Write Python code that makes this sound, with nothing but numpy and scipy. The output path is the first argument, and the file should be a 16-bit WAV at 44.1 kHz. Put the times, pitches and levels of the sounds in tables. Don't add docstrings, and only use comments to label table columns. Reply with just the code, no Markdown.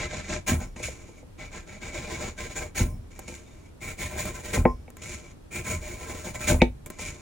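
import sys
import numpy as np
from scipy import signal
from scipy.fft import rfft, irfft
from scipy.io import wavfile
from scipy.ndimage import uniform_filter1d

SR = 44100
rng = np.random.default_rng(int(sys.argv[2]) if len(sys.argv) > 2 else 0)


def inscribe(sig):
    pcm = np.round(np.clip(np.atleast_2d(sig).T, -1, 1) * 32767)
    wavfile.write(sys.argv[1], SR, pcm.astype(np.int16))


N = 317940
TIME = np.arange(N) / SR
FREQS = np.fft.rfftfreq(8192, 1 / SR)
RING_TIME = TIME[:SR // 2]

# f/Hz, width/Hz, level over the broad spectrum/dB
BODY_MODES = [(197, 27, 7), (354, 33.5, 13.5), (471, 50, 10), (610, 14, 18.5), (781, 35, 7),
              (1033.3, 24.3, 17.5), (1335, 38, 13.5), (1572, 69, 12.5), (1853, 42, 7), (2070, 20, 11.5),
              (2277, 98, 9), (2316, 69, 13.5), (2580, 30, -12), (3780, 1030, 0), (5725, 21, 3),
              (6670, 57, 11), (7003, 200, 11.5), (7540, 980, 3.5)]
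# lower f/Hz, upper f/Hz
BLADE_RANGE = (1800, 3200)
# f/Hz, level/dB
CUT_SPECTRUM = [(170, 0.5), (400, -11.5), (800, -11.5), (1200, -19.5), (2000, -8), (3000, -11.5),
                (4700, -18), (6000, -13), (8400, -16), (9600, -9), (13000, -19.5), (15200, -7.5)]
# start t/s, length t/s, level before band trims/dB,
# weight of the wood/dB, extra ring of the blade/dB
EDGE_SURGES = [(-.03, 0.084, -31.5, -6, 3), (0.085, 0.13, -37, -1.5, 0), (0.221, 0.12, -40, -7.5, 0),
               (0.277, 0.087, -34, -1, -2), (0.506, 0.013, -35.5, -5, 8), (0.585, 0.06, -45.5, 0, -1),
               (1.371, 0.098, -43, -3.5, 2.5), (1.506, 0.095, -41, -3, 2.5), (1.654, 0.12, -47, -1.5, 2),
               (1.799, 0.12, -40.5, -1.5, 0.5), (1.92, 0.089, -38, 0.5, 2), (2, 0.11, -42, -3, -1),
               (2.084, 0.086, -36.5, -1.5, 0.5), (2.181, 0.11, -36.5, 0.5, -3.5),
               (2.361, 0.11, -38.5, -3, -3), (2.484, 0.058, -44, -4.5, -1), (2.543, 0.059, -35, -3.5, -1.5),
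               (2.602, 0.033, -35.5, 3.5, 1), (3.8, 0.12, -38.5, -4.5, 3), (3.968, 0.11, -36, -5, 1.5),
               (4.089, 0.14, -41.5, 2.5, 1.5), (4.167, 0.065, -33.5, -19, 4.5), (4.236, 0.069, -38.5, 1, 3),
               (4.324, 0.09, -43.5, -1, 0), (4.422, 0.1, -40, -2, -1.5), (5.503, 0.11, -36, -4.5, 3),
               (5.635, 0.12, -34, -4.5, 5), (5.799, 0.16, -43, -0.5, -1), (5.965, 0.14, -44.5, 0, -2),
               (6.068, 0.062, -41, 0, 2), (6.124, 0.14, -44, -1.5, -7), (6.227, 0.082, -42.5, 0.5, 2),
               (6.331, 0.043, -40, 2.5, 1.5), (6.388, 0.085, -34.5, -3, 1.5)]
# depth clock start t/s, rise to full depth t/s, tear start t/s, last pull length t/s,
# tear level before band trims/dB, weight of the wood/dB
CUT_STROKES = [(-1, .8, 0.4623, 0.024, -25.5, -4.5), (-0.9, 3.9, 2.745, 0.039, -26, -7.5),
               (7.5, 0.18, 4.529, 0.0086, -27.5, -3.5), (3.5, 0.065, 6.467, 0.017, -23.5, -4)]
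# f/Hz, level/dB
SLIDE_SPECTRUM = [(170, 6.5), (400, -2.5), (800, -8), (1250, -11), (2000, -9.5), (3000, -5.5), (4700, -11),
                  (6000, -3.5), (8400, -10.5), (9600, -5.5), (13000, -16.5), (15600, -13)]
# touch t/s, touch level/dB,
# scuff t/s, scuff length t/s, scuff level/dB, glide length t/s, glide level/dB
SLIDES_BACK = [(.757, -47, .826, .028, -29, .39, -48.5), (3.102, -55, 3.275, .07, -40.5, .42, -53),
               (4.964, -55, 5.016, .125, -38.5, .3, -45), (6.9, -53, 6.985, .1, -36, .25, -44.5)]
# start t/s, length t/s, level/dB
EDGE_SKIDS = [(0.295, 0.011, -32.5), (0.829, 0.012, -32.5), (6.602, 0.016, -26.5)]
# start t/s, length t/s, first f/Hz, last f/Hz, level/dB
BLADE_WHISPERS = [(.785, .09, 2450, 2650, -47), (3.42, .14, 3640, 3640, -67)]
# t/s, peak level/dB, low-pass cut-off f/Hz, weight of low modes/dB
BUMPS_AND_BURSTS = [(.13, -31, 1100, -4), (.612, -32, 2600, -3), (0.762, -32, 2600, 3),
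                    (.799, -32, 2600, 2), (0.882, -29, 750, -8), (1.088, -40, 1500, 1),
                    (1.228, -41, 1200, 0), (2.797, -23, 1100, -2), (3.193, -37, 2600, 1),
                    (3.281, -33, 2600, 3), (3.295, -32, 900, 7), (3.321, -35, 1800, 4),
                    (4.574, -21, 2000, 0), (4.879, -38, 2600, -3), (6.265, -30, 1000, -2),
                    (6.519, -17, 2600, 2), (6.543, -22, 2200, 2), (6.991, -32, 2600, -1),
                    (4.6528, -3, 1900, 1), (6.618, -1, 7000, 4.5)]
# f/Hz, level/dB, t60 t/s
WOOD_MODES = [(54, -11, .31), (184, 0, .054), (247, -6, .15), (351, -6, .09), (438, -12, .15),
              (502, 1, .059), (646, -2, .04), (770, -4, .058), (901, -7, .058), (1244, -16, .04),
              (1610, -13, .019), (1882, -19, .06), (2238, 0, .023), (2631, -4, .018), (3708, -4, .013)]
# t/s, note level/dB, shimmer level/dB
BLADE_TWANGS = [(0.6, -52, -59), (2.88, -52, -61), (4.6535, -23.5, -57)]
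# f/Hz, level/dB
FREE_BLADE_MODES = [(2260, -3), (5130, -9), (5275, -4), (5330, -4), (5745, -8), (6020, -5), (6950, -7)]
# t/s, peak level before trim/dB, tail t60 t/s
CRACKS = [(3.192, -20, 0.03), (4.1133, -27, 0.012), (4.2553, -16.5, 0.029), (4.53, -25, 0.015),
          (4.903, -30, 0.016), (4.969, -28, 0.013), (6.861, -21.5, 0.067), (6.9017, -20, 0.034)]
# f/Hz, level/dB
TICK_SPECTRUM = [(150, 8), (1200, -8), (2500, -9), (5000, -17), (7000, -9), (10000, -8), (15000, -10)]
# t/s, peak level/dB, contact cut-off f/Hz
BENCH_RELEASES = [(0.512, -14, 382), (2.799, -11, 236), (2.932, -30, 202), (4.127, -34, 154),
                  (4.574, -11.5, 240), (5.742, -22.5, 108), (6.5, -14, 297), (6.529, -20, 400)]
# f/Hz, level/dB, t60 t/s
BENCH_MODES = [(44, -7, 0.42), (78, 3, 0.22), (107, -3, 0.1), (191.6, -9, 0.18), (248, -8, 0.24)]
# f/Hz, level/dB
BENCH_SPECTRUM = [(20, -22), (33, 6.5), (45, -1.5), (56, -2.5), (74, 4.5), (105, -2.5), (145, -6),
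                  (200, -13.5), (300, -20.5), (900, -70), (16000, -130)]
# f/Hz, phase/rad
PORT_LEAD = [(0, 0), (1050, .5), (1600, .05), (5800, -.1), (8500, -1.1), (10500, -2.3), (12500, -3.1),
             (15500, -4.1)]
# f/Hz, level/dB
BENCH_SCATTER = [(40, -60), (120, -3.5), (300, -20.5), (700, -3.5), (2200, -13), (4500, -0.5), (7000, -12),
                 (9500, -18), (12500, 10), (15500, -16)]
# f/Hz, level/dB
AIR_SPECTRUM = [(25, 3), (80, -5.5), (140, -12.5), (300, -12.5), (700, -23.5), (1500, -31), (5000, -40),
                (10000, -41.5), (16000, -53)]

SHALLOW_BITE_DB, DEEP_BITE_DB = -25, -3.5
CATCH_S, STALL_S = 0.026, 0.036
STALL_CURVE = 1.37
CREST_DB, FLANK_DB, CREST_SHARE = -0.27, -8.5, 0.58
TEAR_EDGE_S, TEAR_WOOD_HOLD_S, TEAR_WOOD_S = 0.038, 0.029, 0.043
TEAR_RUSTLE_S, TEAR_BITE_DB = 0.047, -2.5
FLEX_S, FLEX_PER_S = 0.00022, 45
LAND_S, SCUFF_FADE_S, LIFT_S, GLIDE_SAG_DB_PER_S = 0.007, 0.036, 0.01, 28
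SKID_HZ, SKID_STOP_S = 2340, 0.0029
LOW_MODES_HZ = 400
GLANCE_DB, GLANCE_BELOW_DB = 4, -30
NOTE_HZ, NOTE_T60_S, NOTE_RISE_S, NOTE_FREE_S, NOTE_DAMP_S = 1044, 0.3, 0.005, 0.065, 0.012
SHIMMER_RISE_S, SHIMMER_T60_S = 0.025, 0.5
HANDS_DB, DRAG_LAG_S = -52, 0.019
SWAY_DB, SWAY_S = -13, 0.094
HIT_ECHO_DB = -3
AIR_DB = -48.5
TOP_HZ = 16000
OPPOSITE = np.array([[1], [-1]])


def undb(db):
    return 10 ** (np.asarray(db) / 20)


def unit(x):
    return x / np.sqrt(np.mean(x ** 2))


def band(x, lo_hz, hi_hz):
    sos = signal.butter(3, [lo_hz, min(hi_hz, .49 * SR)], "band", fs=SR, output="sos")
    return signal.sosfiltfilt(sos, x)


def lowpass(x, order, cutoff_hz):
    return signal.sosfilt(signal.butter(order, min(cutoff_hz, SR / 3), fs=SR, output="sos"), x)


def colour(x, points, modes=()):
    hz, db = np.transpose(points)
    peaks = 1 + sum(undb(d) ** 2 / (1 + (2 * (FREQS - f) / w) ** 2) for f, w, d in modes)
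    broad = undb(np.interp(np.log(FREQS + 1), np.log(hz), db))
    cepstrum = irfft(np.log(broad * np.sqrt(peaks)))
    half = len(cepstrum) // 2
    folded = np.r_[cepstrum[:1], 2 * cepstrum[1:half], np.zeros(half)]
    response = np.array(irfft(np.exp(rfft(folded))), ndmin=x.ndim)
    return signal.fftconvolve(x, response, axes=-1)[..., :x.shape[-1]]


def walk(rate, size=N):
    knots = rng.standard_normal(size // 20)
    return unit(np.interp(TIME[:size] * rate, np.arange(len(knots)), knots))


def fade(t60):
    return np.exp(-np.log(1000) * RING_TIME / t60)


def envelope(t, attack_s, length_s, release_s, curve=1):
    release = np.exp(-(np.maximum(t - length_s, 0) / release_s) ** curve)
    return np.clip(t / attack_s, 0, 1) * release


def add(track, start, sound):
    i = int(max(start, 0) * SR)
    track[..., i:i + sound.shape[-1]] += sound[..., :N - i]


def cutting(edge_db):
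    force = fibres(rate=8000, spread_db=-0.24, chatter_db=0.0, chatter_rate=490, grain_db=1.3, grain_rate=59)
    out = np.zeros((2, N))
    for start, db, ring_db, wood, edge, bite in surge_pulls() + tear_pulls():
        first = int(max(start, 0) * SR)
        run = force[:, first:first + len(RING_TIME)]
        modes = contact(ring_db, detune=0.0097, shade_db=2.0)
        add(out, start, undb(db) * rasp(run, CUT_SPECTRUM, modes, wood, edge * undb(edge_db), bite))
    return out


def surge_pulls():
    pulls = []
    for start, length, db, wood_db, ring_db in EDGE_SURGES:
        t = RING_TIME - min(start, 0)
        deep = depth(start + length / 2)
        arch = 1 - np.minimum((t / (CREST_SHARE * length) - 1) ** 2, 1)
        push = envelope(t, CATCH_S, length, STALL_S, STALL_CURVE)
        push = push * undb(CREST_DB * arch + FLANK_DB * (1 - arch))
        bite = undb(SHALLOW_BITE_DB * (1 - deep) + DEEP_BITE_DB * deep)
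        pulls.append((start, db, ring_db, push * undb(wood_db), push, push * bite))
    return pulls


def tear_pulls():
    pulls = []
    for _, _, start, length, db, wood_db in CUT_STROKES:
        edge = envelope(RING_TIME, length, length, TEAR_EDGE_S, STALL_CURVE)
        wood = envelope(RING_TIME, length, length + TEAR_WOOD_HOLD_S, TEAR_WOOD_S)
        rustle = envelope(RING_TIME, length, length, TEAR_RUSTLE_S)
        pulls.append((start, db, 0, wood * undb(wood_db), edge, rustle * undb(TEAR_BITE_DB)))
    return pulls


def depth(time):
    start, deepen_s = [row[:2] for row in CUT_STROKES if row[0] <= time][-1]
    return min((time - start) / deepen_s, 1) ** 2


def fibres(rate, spread_db, chatter_db, chatter_rate, grain_db, grain_rate):
    breaks = (rng.random(N) < rate / SR) * rng.standard_normal((2, N))
    sizes = undb(spread_db * np.minimum(rng.exponential(size=N), 5))
    return breaks * sizes * undb(chatter_db * walk(chatter_rate) + grain_db * walk(grain_rate))


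def contact(ring_db, detune, shade_db):
    hz, width, db = np.transpose(BODY_MODES)
    shift, shade = rng.standard_normal((2, len(hz)))
    blade = (hz > BLADE_RANGE[0]) & (hz < BLADE_RANGE[1])
    shifted_hz = hz * (1 + detune * shift * np.minimum(hz / 2000, 1))
    return zip(shifted_hz, width, db + shade_db * shade + ring_db * blade)


def rasp(force, spectrum, modes, wood, edge, bite):
    sound = flex(colour(force, spectrum, modes))
    low, middle, top = band(sound, 165, 1300), band(sound, 1300, 8000), band(sound, 8000, 20000)
    return wood * unit(low) + edge * unit(middle) + bite * unit(top)


def flex(sound):
    blade, t = band(sound, *BLADE_RANGE), TIME[:sound.shape[-1]]
    bent = t + FLEX_S * walk(FLEX_PER_S, size=len(t))
    return sound - blade + np.array([np.interp(bent, t, row) for row in blade])


def streaks(sound, spread_db, rate):
    out = sound
    for hz, width, _ in BODY_MODES:
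        if hz < BLADE_RANGE[0]:
            ringing = signal.lfilter(*signal.iirpeak(hz, hz / (2 * width), fs=SR), sound)
            feed = unit(undb(spread_db * np.tanh(walk(rate))))
            out = out + ringing * (feed - 1)
    return out


def sliding(light_wood_db, scuff_wood_db, light_top_db, scuff_top_db):
    force = fibres(rate=18000, spread_db=0.4, chatter_db=1.5, chatter_rate=450, grain_db=1.8, grain_rate=50)
    light, scuff = 0, 0
    for touch_s, touch_db, scuff_s, scuff_length, scuff_db, glide_length, glide_db in SLIDES_BACK:
        t = TIME - scuff_s
        touch = undb(touch_db) * envelope(TIME - touch_s, LAND_S, scuff_s - touch_s, LIFT_S)
        sag = undb(-GLIDE_SAG_DB_PER_S * np.maximum(t, 0))
        glide = undb(glide_db) * sag * envelope(t, LAND_S, glide_length, LIFT_S)
        light = light + touch + glide
        scuff = scuff + undb(scuff_db) * sag * envelope(t, LAND_S, scuff_length, SCUFF_FADE_S)
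    wood = np.hypot(light * undb(light_wood_db), scuff * undb(scuff_wood_db))
    edge = np.hypot(light, scuff) * undb(-3.0)
    top = np.hypot(light * undb(light_top_db), scuff * undb(scuff_top_db))
    free_blade = contact(ring_db=6, detune=0, shade_db=0)
    return rasp(force, SLIDE_SPECTRUM, free_blade, wood, edge, top)


def skids(width_hz):
    swell = 0
    for start, length, db in EDGE_SKIDS:
        corners = [start, start + length, start + length + SKID_STOP_S]
        swell = swell + undb(db) * np.interp(TIME, corners, [0, 1, 0])
    return swell * unit(band(rng.standard_normal(N), SKID_HZ - width_hz, SKID_HZ + width_hz))


def whispers(rate):
    out, size = np.zeros(N), len(RING_TIME)
    for start, length, from_hz, to_hz, db in BLADE_WHISPERS:
        along = np.minimum(RING_TIME / length, 1)
        phase = 2 * np.pi * np.cumsum(from_hz + (to_hz - from_hz) * along) / SR
        tone = walk(rate, size=size) * np.sin(phase) + walk(rate, size=size) * np.cos(phase)
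        add(out, start, undb(db) * np.sin(np.pi * along) * tone)
    return out


def bumps_and_bursts():
    out = 0
    for start, db, cutoff_hz, weight_db in BUMPS_AND_BURSTS:
        spread_db = GLANCE_DB * min(db / GLANCE_BELOW_DB, 1)
        shades = spread_db * rng.standard_normal(len(WOOD_MODES))
        modes = [(hz, d + shade + weight_db * (hz < LOW_MODES_HZ), t60)
                 for (hz, d, t60), shade in zip(WOOD_MODES, shades)]
        out = out + blows([(start, db, cutoff_hz)], modes, rise_cycles=0.28)
    return out


def blows(events, modes, rise_cycles):
    ring = 0
    for k, (hz, db, t60) in enumerate(modes):
        cycles = hz * RING_TIME
        rise = np.minimum(cycles / rise_cycles, 1)
        sign = (-1) ** k
        ring = ring + sign * undb(db) * fade(t60) * rise * np.sin(2 * np.pi * cycles)
    out = np.zeros(N)
    for start, db, cutoff_hz in events:
        blow = lowpass(ring, 6, cutoff_hz)
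        add(out, start, undb(db) * blow / np.abs(blow).max())
    return out


def clatter(db, t60):
    out = np.zeros((2, N))
    for start, peak_db, cutoff_hz, _ in BUMPS_AND_BURSTS:
        burst = colour(rng.standard_normal((2, len(RING_TIME))) * fade(t60), CUT_SPECTRUM)
        burst = lowpass(burst, 4, cutoff_hz)
        add(out, start, undb(peak_db + db) * burst / np.abs(burst).max())
    return out * undb([[0], [8]])


def twangs(waver, flutter_db):
    out, size = np.zeros(N), len(RING_TIME)
    held = envelope(RING_TIME, NOTE_RISE_S, NOTE_FREE_S, NOTE_DAMP_S)
    note = np.sin(2 * np.pi * NOTE_HZ * RING_TIME) * fade(NOTE_T60_S) * held
    swell = np.minimum(RING_TIME / SHIMMER_RISE_S, 1) * fade(SHIMMER_T60_S)
    for start, note_db, shimmer_db in BLADE_TWANGS:
        shimmer = 0
        for hz, db in FREE_BLADE_MODES:
            level = undb(db + flutter_db * walk(FLEX_PER_S, size=size))
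            wavering_hz = hz * (1 + waver * walk(FLEX_PER_S, size=size))
            shimmer = shimmer + level * np.sin(2 * np.pi * np.cumsum(wavering_hz) / SR)
        add(out, start, undb(note_db) * note + undb(shimmer_db) * shimmer * swell)
    return out


def ticks(db, tail_db, side_db):
    out = np.zeros((2, N))
    for start, peak_db, t60 in CRACKS:
        decay = fade(0.0024) + undb(tail_db) * fade(max(t60, .002))
        tick = colour(rng.standard_normal((2, len(RING_TIME))) * decay, TICK_SPECTRUM, BODY_MODES)
        add(out, start, undb(peak_db + db) * tick / np.abs(tick).max())
    mid, side = out
    return mid + undb(side_db) * side * OPPOSITE


def shaking(scrape):
    rumble = colour(rng.standard_normal(N), BENCH_SPECTRUM)
    swell = np.sqrt(uniform_filter1d(rumble ** 2, size=3000))
    drag = np.interp(TIME - DRAG_LAG_S, TIME, uniform_filter1d(np.abs(scrape), size=2200))
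    sway = sum(undb(db + SWAY_DB) * envelope(TIME - start, 0.004, 0.0059, SWAY_S)
               for start, db, _ in BENCH_RELEASES)
    return rumble / swell * np.sqrt(undb(HANDS_DB) ** 2 + drag ** 2 + sway ** 2)


def workshop(direct, scattered, echoing, wet_db, t60, bass_hz):
    lead = np.interp(np.fft.rfftfreq(2 * N, 1 / SR), *np.transpose(PORT_LEAD))
    spectrum = rfft(direct, 2 * N)
    ports = np.array([irfft(spectrum * np.exp(1j * side * lead / 2))[:N] for side in (1, -1)])
    glances = colour(scattered, BENCH_SCATTER) * OPPOSITE
    echoes = rng.standard_normal((2, len(RING_TIME))) * fade(t60) * (RING_TIME > .004)
    echoes = band(echoes / np.sqrt(np.sum(echoes ** 2) / 2), bass_hz, 12600)
    wet = signal.fftconvolve(echoing[None], echoes, axes=1)[:, :N]
    return ports + glances + undb(wet_db) * wet


def air():
    mid, side = (unit(colour(rng.standard_normal(N), AIR_SPECTRUM)) for _ in range(2))
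    return undb(AIR_DB) * (mid + band(side, 94, 18000) * OPPOSITE)


def scene():
    cut = streaks(cutting(edge_db=-1.5), spread_db=5.5, rate=48)
    back = sliding(light_wood_db=-2, scuff_wood_db=-16.5, light_top_db=-13.0, scuff_top_db=-9.5)
    scrape = cut + back
    direct, scattered = scrape + clatter(db=-17.5, t60=0.045)
    rubbing = direct + skids(width_hz=340) + whispers(rate=87) + shaking(scrape[0])
    thuds = blows(BENCH_RELEASES, BENCH_MODES, rise_cycles=1.5)
    hits = bumps_and_bursts() + twangs(waver=.004, flutter_db=3.5) + thuds
    echoing = rubbing + undb(HIT_ECHO_DB) * hits
    room = workshop(rubbing + hits, scattered, echoing, wet_db=-7.0, t60=0.15, bass_hz=213)
    return room + ticks(db=-3.5, tail_db=-4, side_db=-7.5) + air()


def record(dry):
    x = signal.sosfilt(signal.butter(2, 24, "high", fs=SR, output="sos"), dry)
    return signal.sosfilt(signal.ellip(8, .2, 70, TOP_HZ, fs=SR, output="sos"), x)


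dry = scene()
out = record(dry)
inscribe(out)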